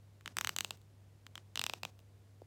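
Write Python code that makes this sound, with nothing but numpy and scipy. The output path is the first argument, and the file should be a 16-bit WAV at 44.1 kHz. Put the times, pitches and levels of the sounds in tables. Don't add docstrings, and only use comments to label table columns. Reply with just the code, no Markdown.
import sys
import numpy as np
from scipy import signal
from scipy.fft import rfft, irfft
from scipy.io import wavfile
from scipy.ndimage import uniform_filter1d, minimum_filter1d

SR = 44100
rng = np.random.default_rng(int(sys.argv[2]) if len(sys.argv) > 2 else 0)


def wav_record(signal):
    frames = np.transpose(np.atleast_2d(signal))
    bounded = np.clip(frames, -1, 1)
    quanta = np.round(bounded * 32767).astype(np.int16)
    wavfile.write(sys.argv[1], SR, quanta)


def invert_db(x):
    u = np.asarray(x, float) / 20
    return 10 ** u


N = 108618
LEAD = 32

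# frequency in Hz, level in dB.
SHUT_GATE = [(110, 1.5), (200, -7.5), (600, -7.5), (2000, -8), (6000, -11.5), (10000, -6.5), (16000, -2.5)]


def read(points, hz):
    f, value = np.transpose(points)
    return np.interp(np.log(hz + 1), np.log(f + 1), value)


def colour(x, points):
    gain = invert_db(read(points, np.fft.rfftfreq(len(x), 1 / SR)))
    return irfft(rfft(x) * gain, len(x))


def mode(f, hz, width_hz):
    return 1j * f * width_hz / (hz ** 2 - f ** 2 + 1j * f * width_hz)


def add(mix, s, sound):
    part = mix[round(s * SR) - LEAD:][:len(sound)]
    part += sound[:len(part)]


def snap(db, tooth_hz, ring_db, panel_db, panel_hz, dead_hz, spine_db, treble_db, chance, close):
    # frequency in Hz, level in dB.
    tick = [(200, -14), (600, -18.5), (2000, -9.5), (4000, -7), (7800, -7.5), (10000, -18), (13500, -14.5),
            (16000, -22)]
    # frequency in Hz, width in Hz, level in dB.
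    spine = [(3740, 714, -7), (4870, 260, -10), (7710, 860, -11.5)]
    f = np.fft.rfftfreq(1024, 1 / SR)
    t = (np.arange(1024) - LEAD) / SR

    def delay(s):
        return np.exp(-2j * np.pi * f * s)

    first_bounce = 0.2 * delay(0.000214 * (1 + 0.2 * chance[0]))
    second_bounce = 0.66 * delay(0.00033 + 0.0001 * chance[4])
    body = invert_db(read(tick, f)) * (1 - first_bounce + second_bounce)
    for (hz, width_hz, spine_mode_db), c in zip(spine, chance[1:4]):
        body = body + invert_db(spine_mode_db + spine_db + 0.71 * c) * mode(f, hz * (1 + 0.026 * c), width_hz)
    body = invert_db(treble_db * np.clip(np.log2((f + 1) / 3500), 0, 1)) * body
    fall_db = np.where(f < panel_hz, 15, 14)
    body = body + invert_db(panel_db - fall_db * np.log2((f + 1) / panel_hz) ** 2)

    lag_s = 0.000887 * (1000 / np.maximum(f, 150.0)) ** 1.103
    late = np.exp(-2j * np.pi * np.cumsum(lag_s + LEAD / SR) * f[1])
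    ring = irfft(invert_db(4.5 + ring_db) * mode(f, tooth_hz, 200) * late)
    damp_s = 0.0036
    damped_ring = ring / (1 + (np.maximum(t, 0) / damp_s) ** 12)
    whole = rfft(damped_ring) - body * late

    # frequency in Hz, width in Hz, depth
    nulls = []
    for beside, c in zip((0.832, 1.11), chance[5:]):
        nulls.append((tooth_hz * beside, 173, np.clip(0.41 + 0.23 * c, 0, 1)))
    nulls.append((dead_hz * (1 + 0.02 * chance[2]), 450, 0.92))
    nulls.append((9850 * (1 + 0.02 * chance[3]), 900, 0.92))
    for hz, width_hz, depth in nulls:
        whole = whole * (1 - close * depth * mode(f, hz, width_hz))
    return invert_db(db - 13.0) * 40 * irfft(whole)


def thump(hz, db):
    t = np.arange(3000) / SR
    peak_s = 0.0069
    swell = np.e * t / peak_s * np.exp(-t / peak_s)
    return invert_db(db) * swell * np.sin(2 * np.pi * hz * t)


def comb(chance, close):
    # start in seconds, peak in dB, tooth pitch in Hz,
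    # tooth ring in dB, panel in dB.
    stroke_1 = [(0.2593, -30, 2980, 5.5, 2), (.277, -29, 2920, 3, 2), (0.3689, -22, 2850, -3.5, 1.5),
                (0.3855, -19, 3620, 0, 0), (.411, -21, 3290, -1.5, 1.5), (0.4467, -22.5, 2990, 4.5, 3),
                (0.4722, -21, 3050, 0.5, 0), (0.4925, -21.5, 2960, 4, 1.5), (0.5638, -21.5, 2950, 1.5, -7),
                (0.5861, -20.5, 2820, 3, -7), (0.6073, -20.5, 2940, 1.5, -6.5),
                (0.6466, -21.5, 2730, 2.5, -8.5), (0.7075, -24, 2690, 2, -4.5)]
    stroke_2 = [(1.2662, -38.5, 3140, 2.5, 1), (1.3549, -32.5, 3220, 8.5, -2.5),
                (1.378, -37.5, 3080, 8, 4.5), (1.557, -24, 2970, 3, -8), (1.5745, -24, 2820, 5.5, -7.5),
                (1.594, -19.5, 2830, 2.5, -9.5), (1.615, -22, 2650, 4, -6), (1.6395, -19, 2760, 0, -6.5),
                (1.665, -19.5, 2590, 2.5, -5.5), (1.697, -21.5, 2590, 2, -3.5),
                (1.736, -22.5, 2540, 2.5, 1), (1.833, -24.5, 2620, 5.5, 1), (1.851, -24.5, 2475, 2.5, 0.5)]
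    touches = [
        (0.2097, -40, 3360, -6, 1),
        (0.773, -42, 3000, -7, -15),
        (0.816, -44.5, 3140, -5, -9),
        (1.9912, -39.5, 2760, 1, -7),
        (2.002, -47, 2720, -4, 1),
        (2.4185, -43, 3440, -10, 24.5),
    ]
    # start in seconds, panel pitch in Hz, dead spot in Hz,
    # spine in dB, treble in dB.
    grips = [(0, 1550, 5800, -2, -5.5), (.3, 1350, 5370, -7, 0.5), (.54, 1200, 5440, -3, 1),
             (.63, 860, 5730, -6, -3), (1.2, 1320, 4770, 3, -4), (1.5, 1090, 4680, 4, -4),
             (1.68, 810, 6140, -2, -6), (1.9, 520, 4550, -3, -3.5), (2.3, 446, 5600, -5.5, -8)]
    # start in seconds, pitch in Hz, level in dB.
    thumps = [(.455, 110, -50.5), (.494, 164, -54), (1.598, 129, -54), (1.834, 160, -58), (1.85, 170, -55)]
    out = np.zeros(N)
    for row, c in zip(stroke_1 + stroke_2 + touches, chance):
        grip = [g for g in grips if g[0] <= row[0]][-1]
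        add(out, row[0], snap(*row[1:], *grip[1:], c, close))
    for s, hz, db in thumps:
        add(out, s, close * thump(hz, db))
    return signal.lfilter(*signal.butter(2, 65, "high", fs=SR), out)


def room(x):
    # frequency in Hz, level in dB.
    sent_colour = [(300, 3.5), (1200, -4), (3000, -2.5), (5800, 2.5), (8000, -1.5), (13000, 2.5)]
    # frequency in Hz, time in seconds.
    dying_time = [(300, 0.71), (3000, 0.48), (12000, 0.57)]
    hz, t, z = signal.stft(rng.standard_normal(SR // 2), SR, nperseg=256)
    fading = z * invert_db(-60 * t / read(dying_time, hz)[:, None])
    tail = signal.istft(fading, SR, nperseg=256)[1]
    tail = tail * np.clip((np.arange(len(tail)) / SR - 0.003) / 0.0027, 0, 1)
    echo = signal.fftconvolve(colour(x, sent_colour), tail / np.linalg.norm(tail))[:N]
    return invert_db(-21) * echo


def waver():
    t = np.arange(N) / SR
    return sum(np.sin(2 * np.pi * (f * t + rng.random())) / np.sqrt(f) for f in np.geomspace(0.8, 12, 12))


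def background():
    # frequency in Hz, average (rms) level in dB.
    hum_tones = [(99.8, -61), (143, -76), (199.6, -88.5)]
    # frequency in Hz, level in dB per Hz.
    hiss_colour = [(30, -41.5), (65, -13.5), (160, -20.5), (510, -28), (1280, -38), (7300, -45.5),
                   (15600, -52), (16100, -76)]
    t = np.arange(N) / SR
    hum = np.zeros(N)
    for hz, db in hum_tones:
        loudness = np.sqrt(2) * invert_db(db + 0.4 * waver())
        hum += loudness * np.sin(2 * np.pi * hz * t + 0.12 * waver())
    usual = invert_db(read(hiss_colour, np.linspace(1000, 15000, 50)).mean())
    hiss = colour(rng.standard_normal(N), hiss_colour) / usual
    return colour(hum + invert_db(-76.5) * hiss, [(hz, -db) for hz, db in SHUT_GATE])


def scene():
    chance = np.clip(rng.standard_normal((40, 7)), -1.5, 1.5)
    return (comb(chance, True) + room(comb(chance, False)) + background())[None]


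def low_pass(x):
    return signal.sosfilt(signal.butter(12, 16980, fs=SR, output="sos"), x)


def record(dry):
    x = dry[0]
    open_db, opening_range_db, hold_s, shut_s = -43, 10.5, 0.047, 0.0027
    treble_power = uniform_filter1d(np.diff(x, prepend=0) ** 2, 88)
    level_db = 10 * np.log10(abs(treble_power) + 1e-12)
    want = np.clip((level_db - open_db + opening_range_db) / opening_range_db, 0, 1) ** 2.5
    hold = round(hold_s * SR)
    held = -minimum_filter1d(-want, hold, origin=(hold - 1) // 2)
    passing = -minimum_filter1d(-np.clip((level_db + 62.5) / 6, 0, 1), 260)
    shut_step = 1 / (shut_s * SR)
    shutting = signal.lfilter([shut_step], [1, shut_step - 1], held)
    opened = np.maximum(shutting, uniform_filter1d(passing, 60) * (held > 0))
    opened = np.maximum(opened, held)
    gated = opened * x + (1 - opened) * colour(x, SHUT_GATE)
    treble_edge = signal.firwin(511, 16900, window=("kaiser", 9), fs=SR)
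    gated = signal.oaconvolve(gated, treble_edge, "same")
    return low_pass(gated[None])


dry = scene()
out = record(dry)
wav_record(out)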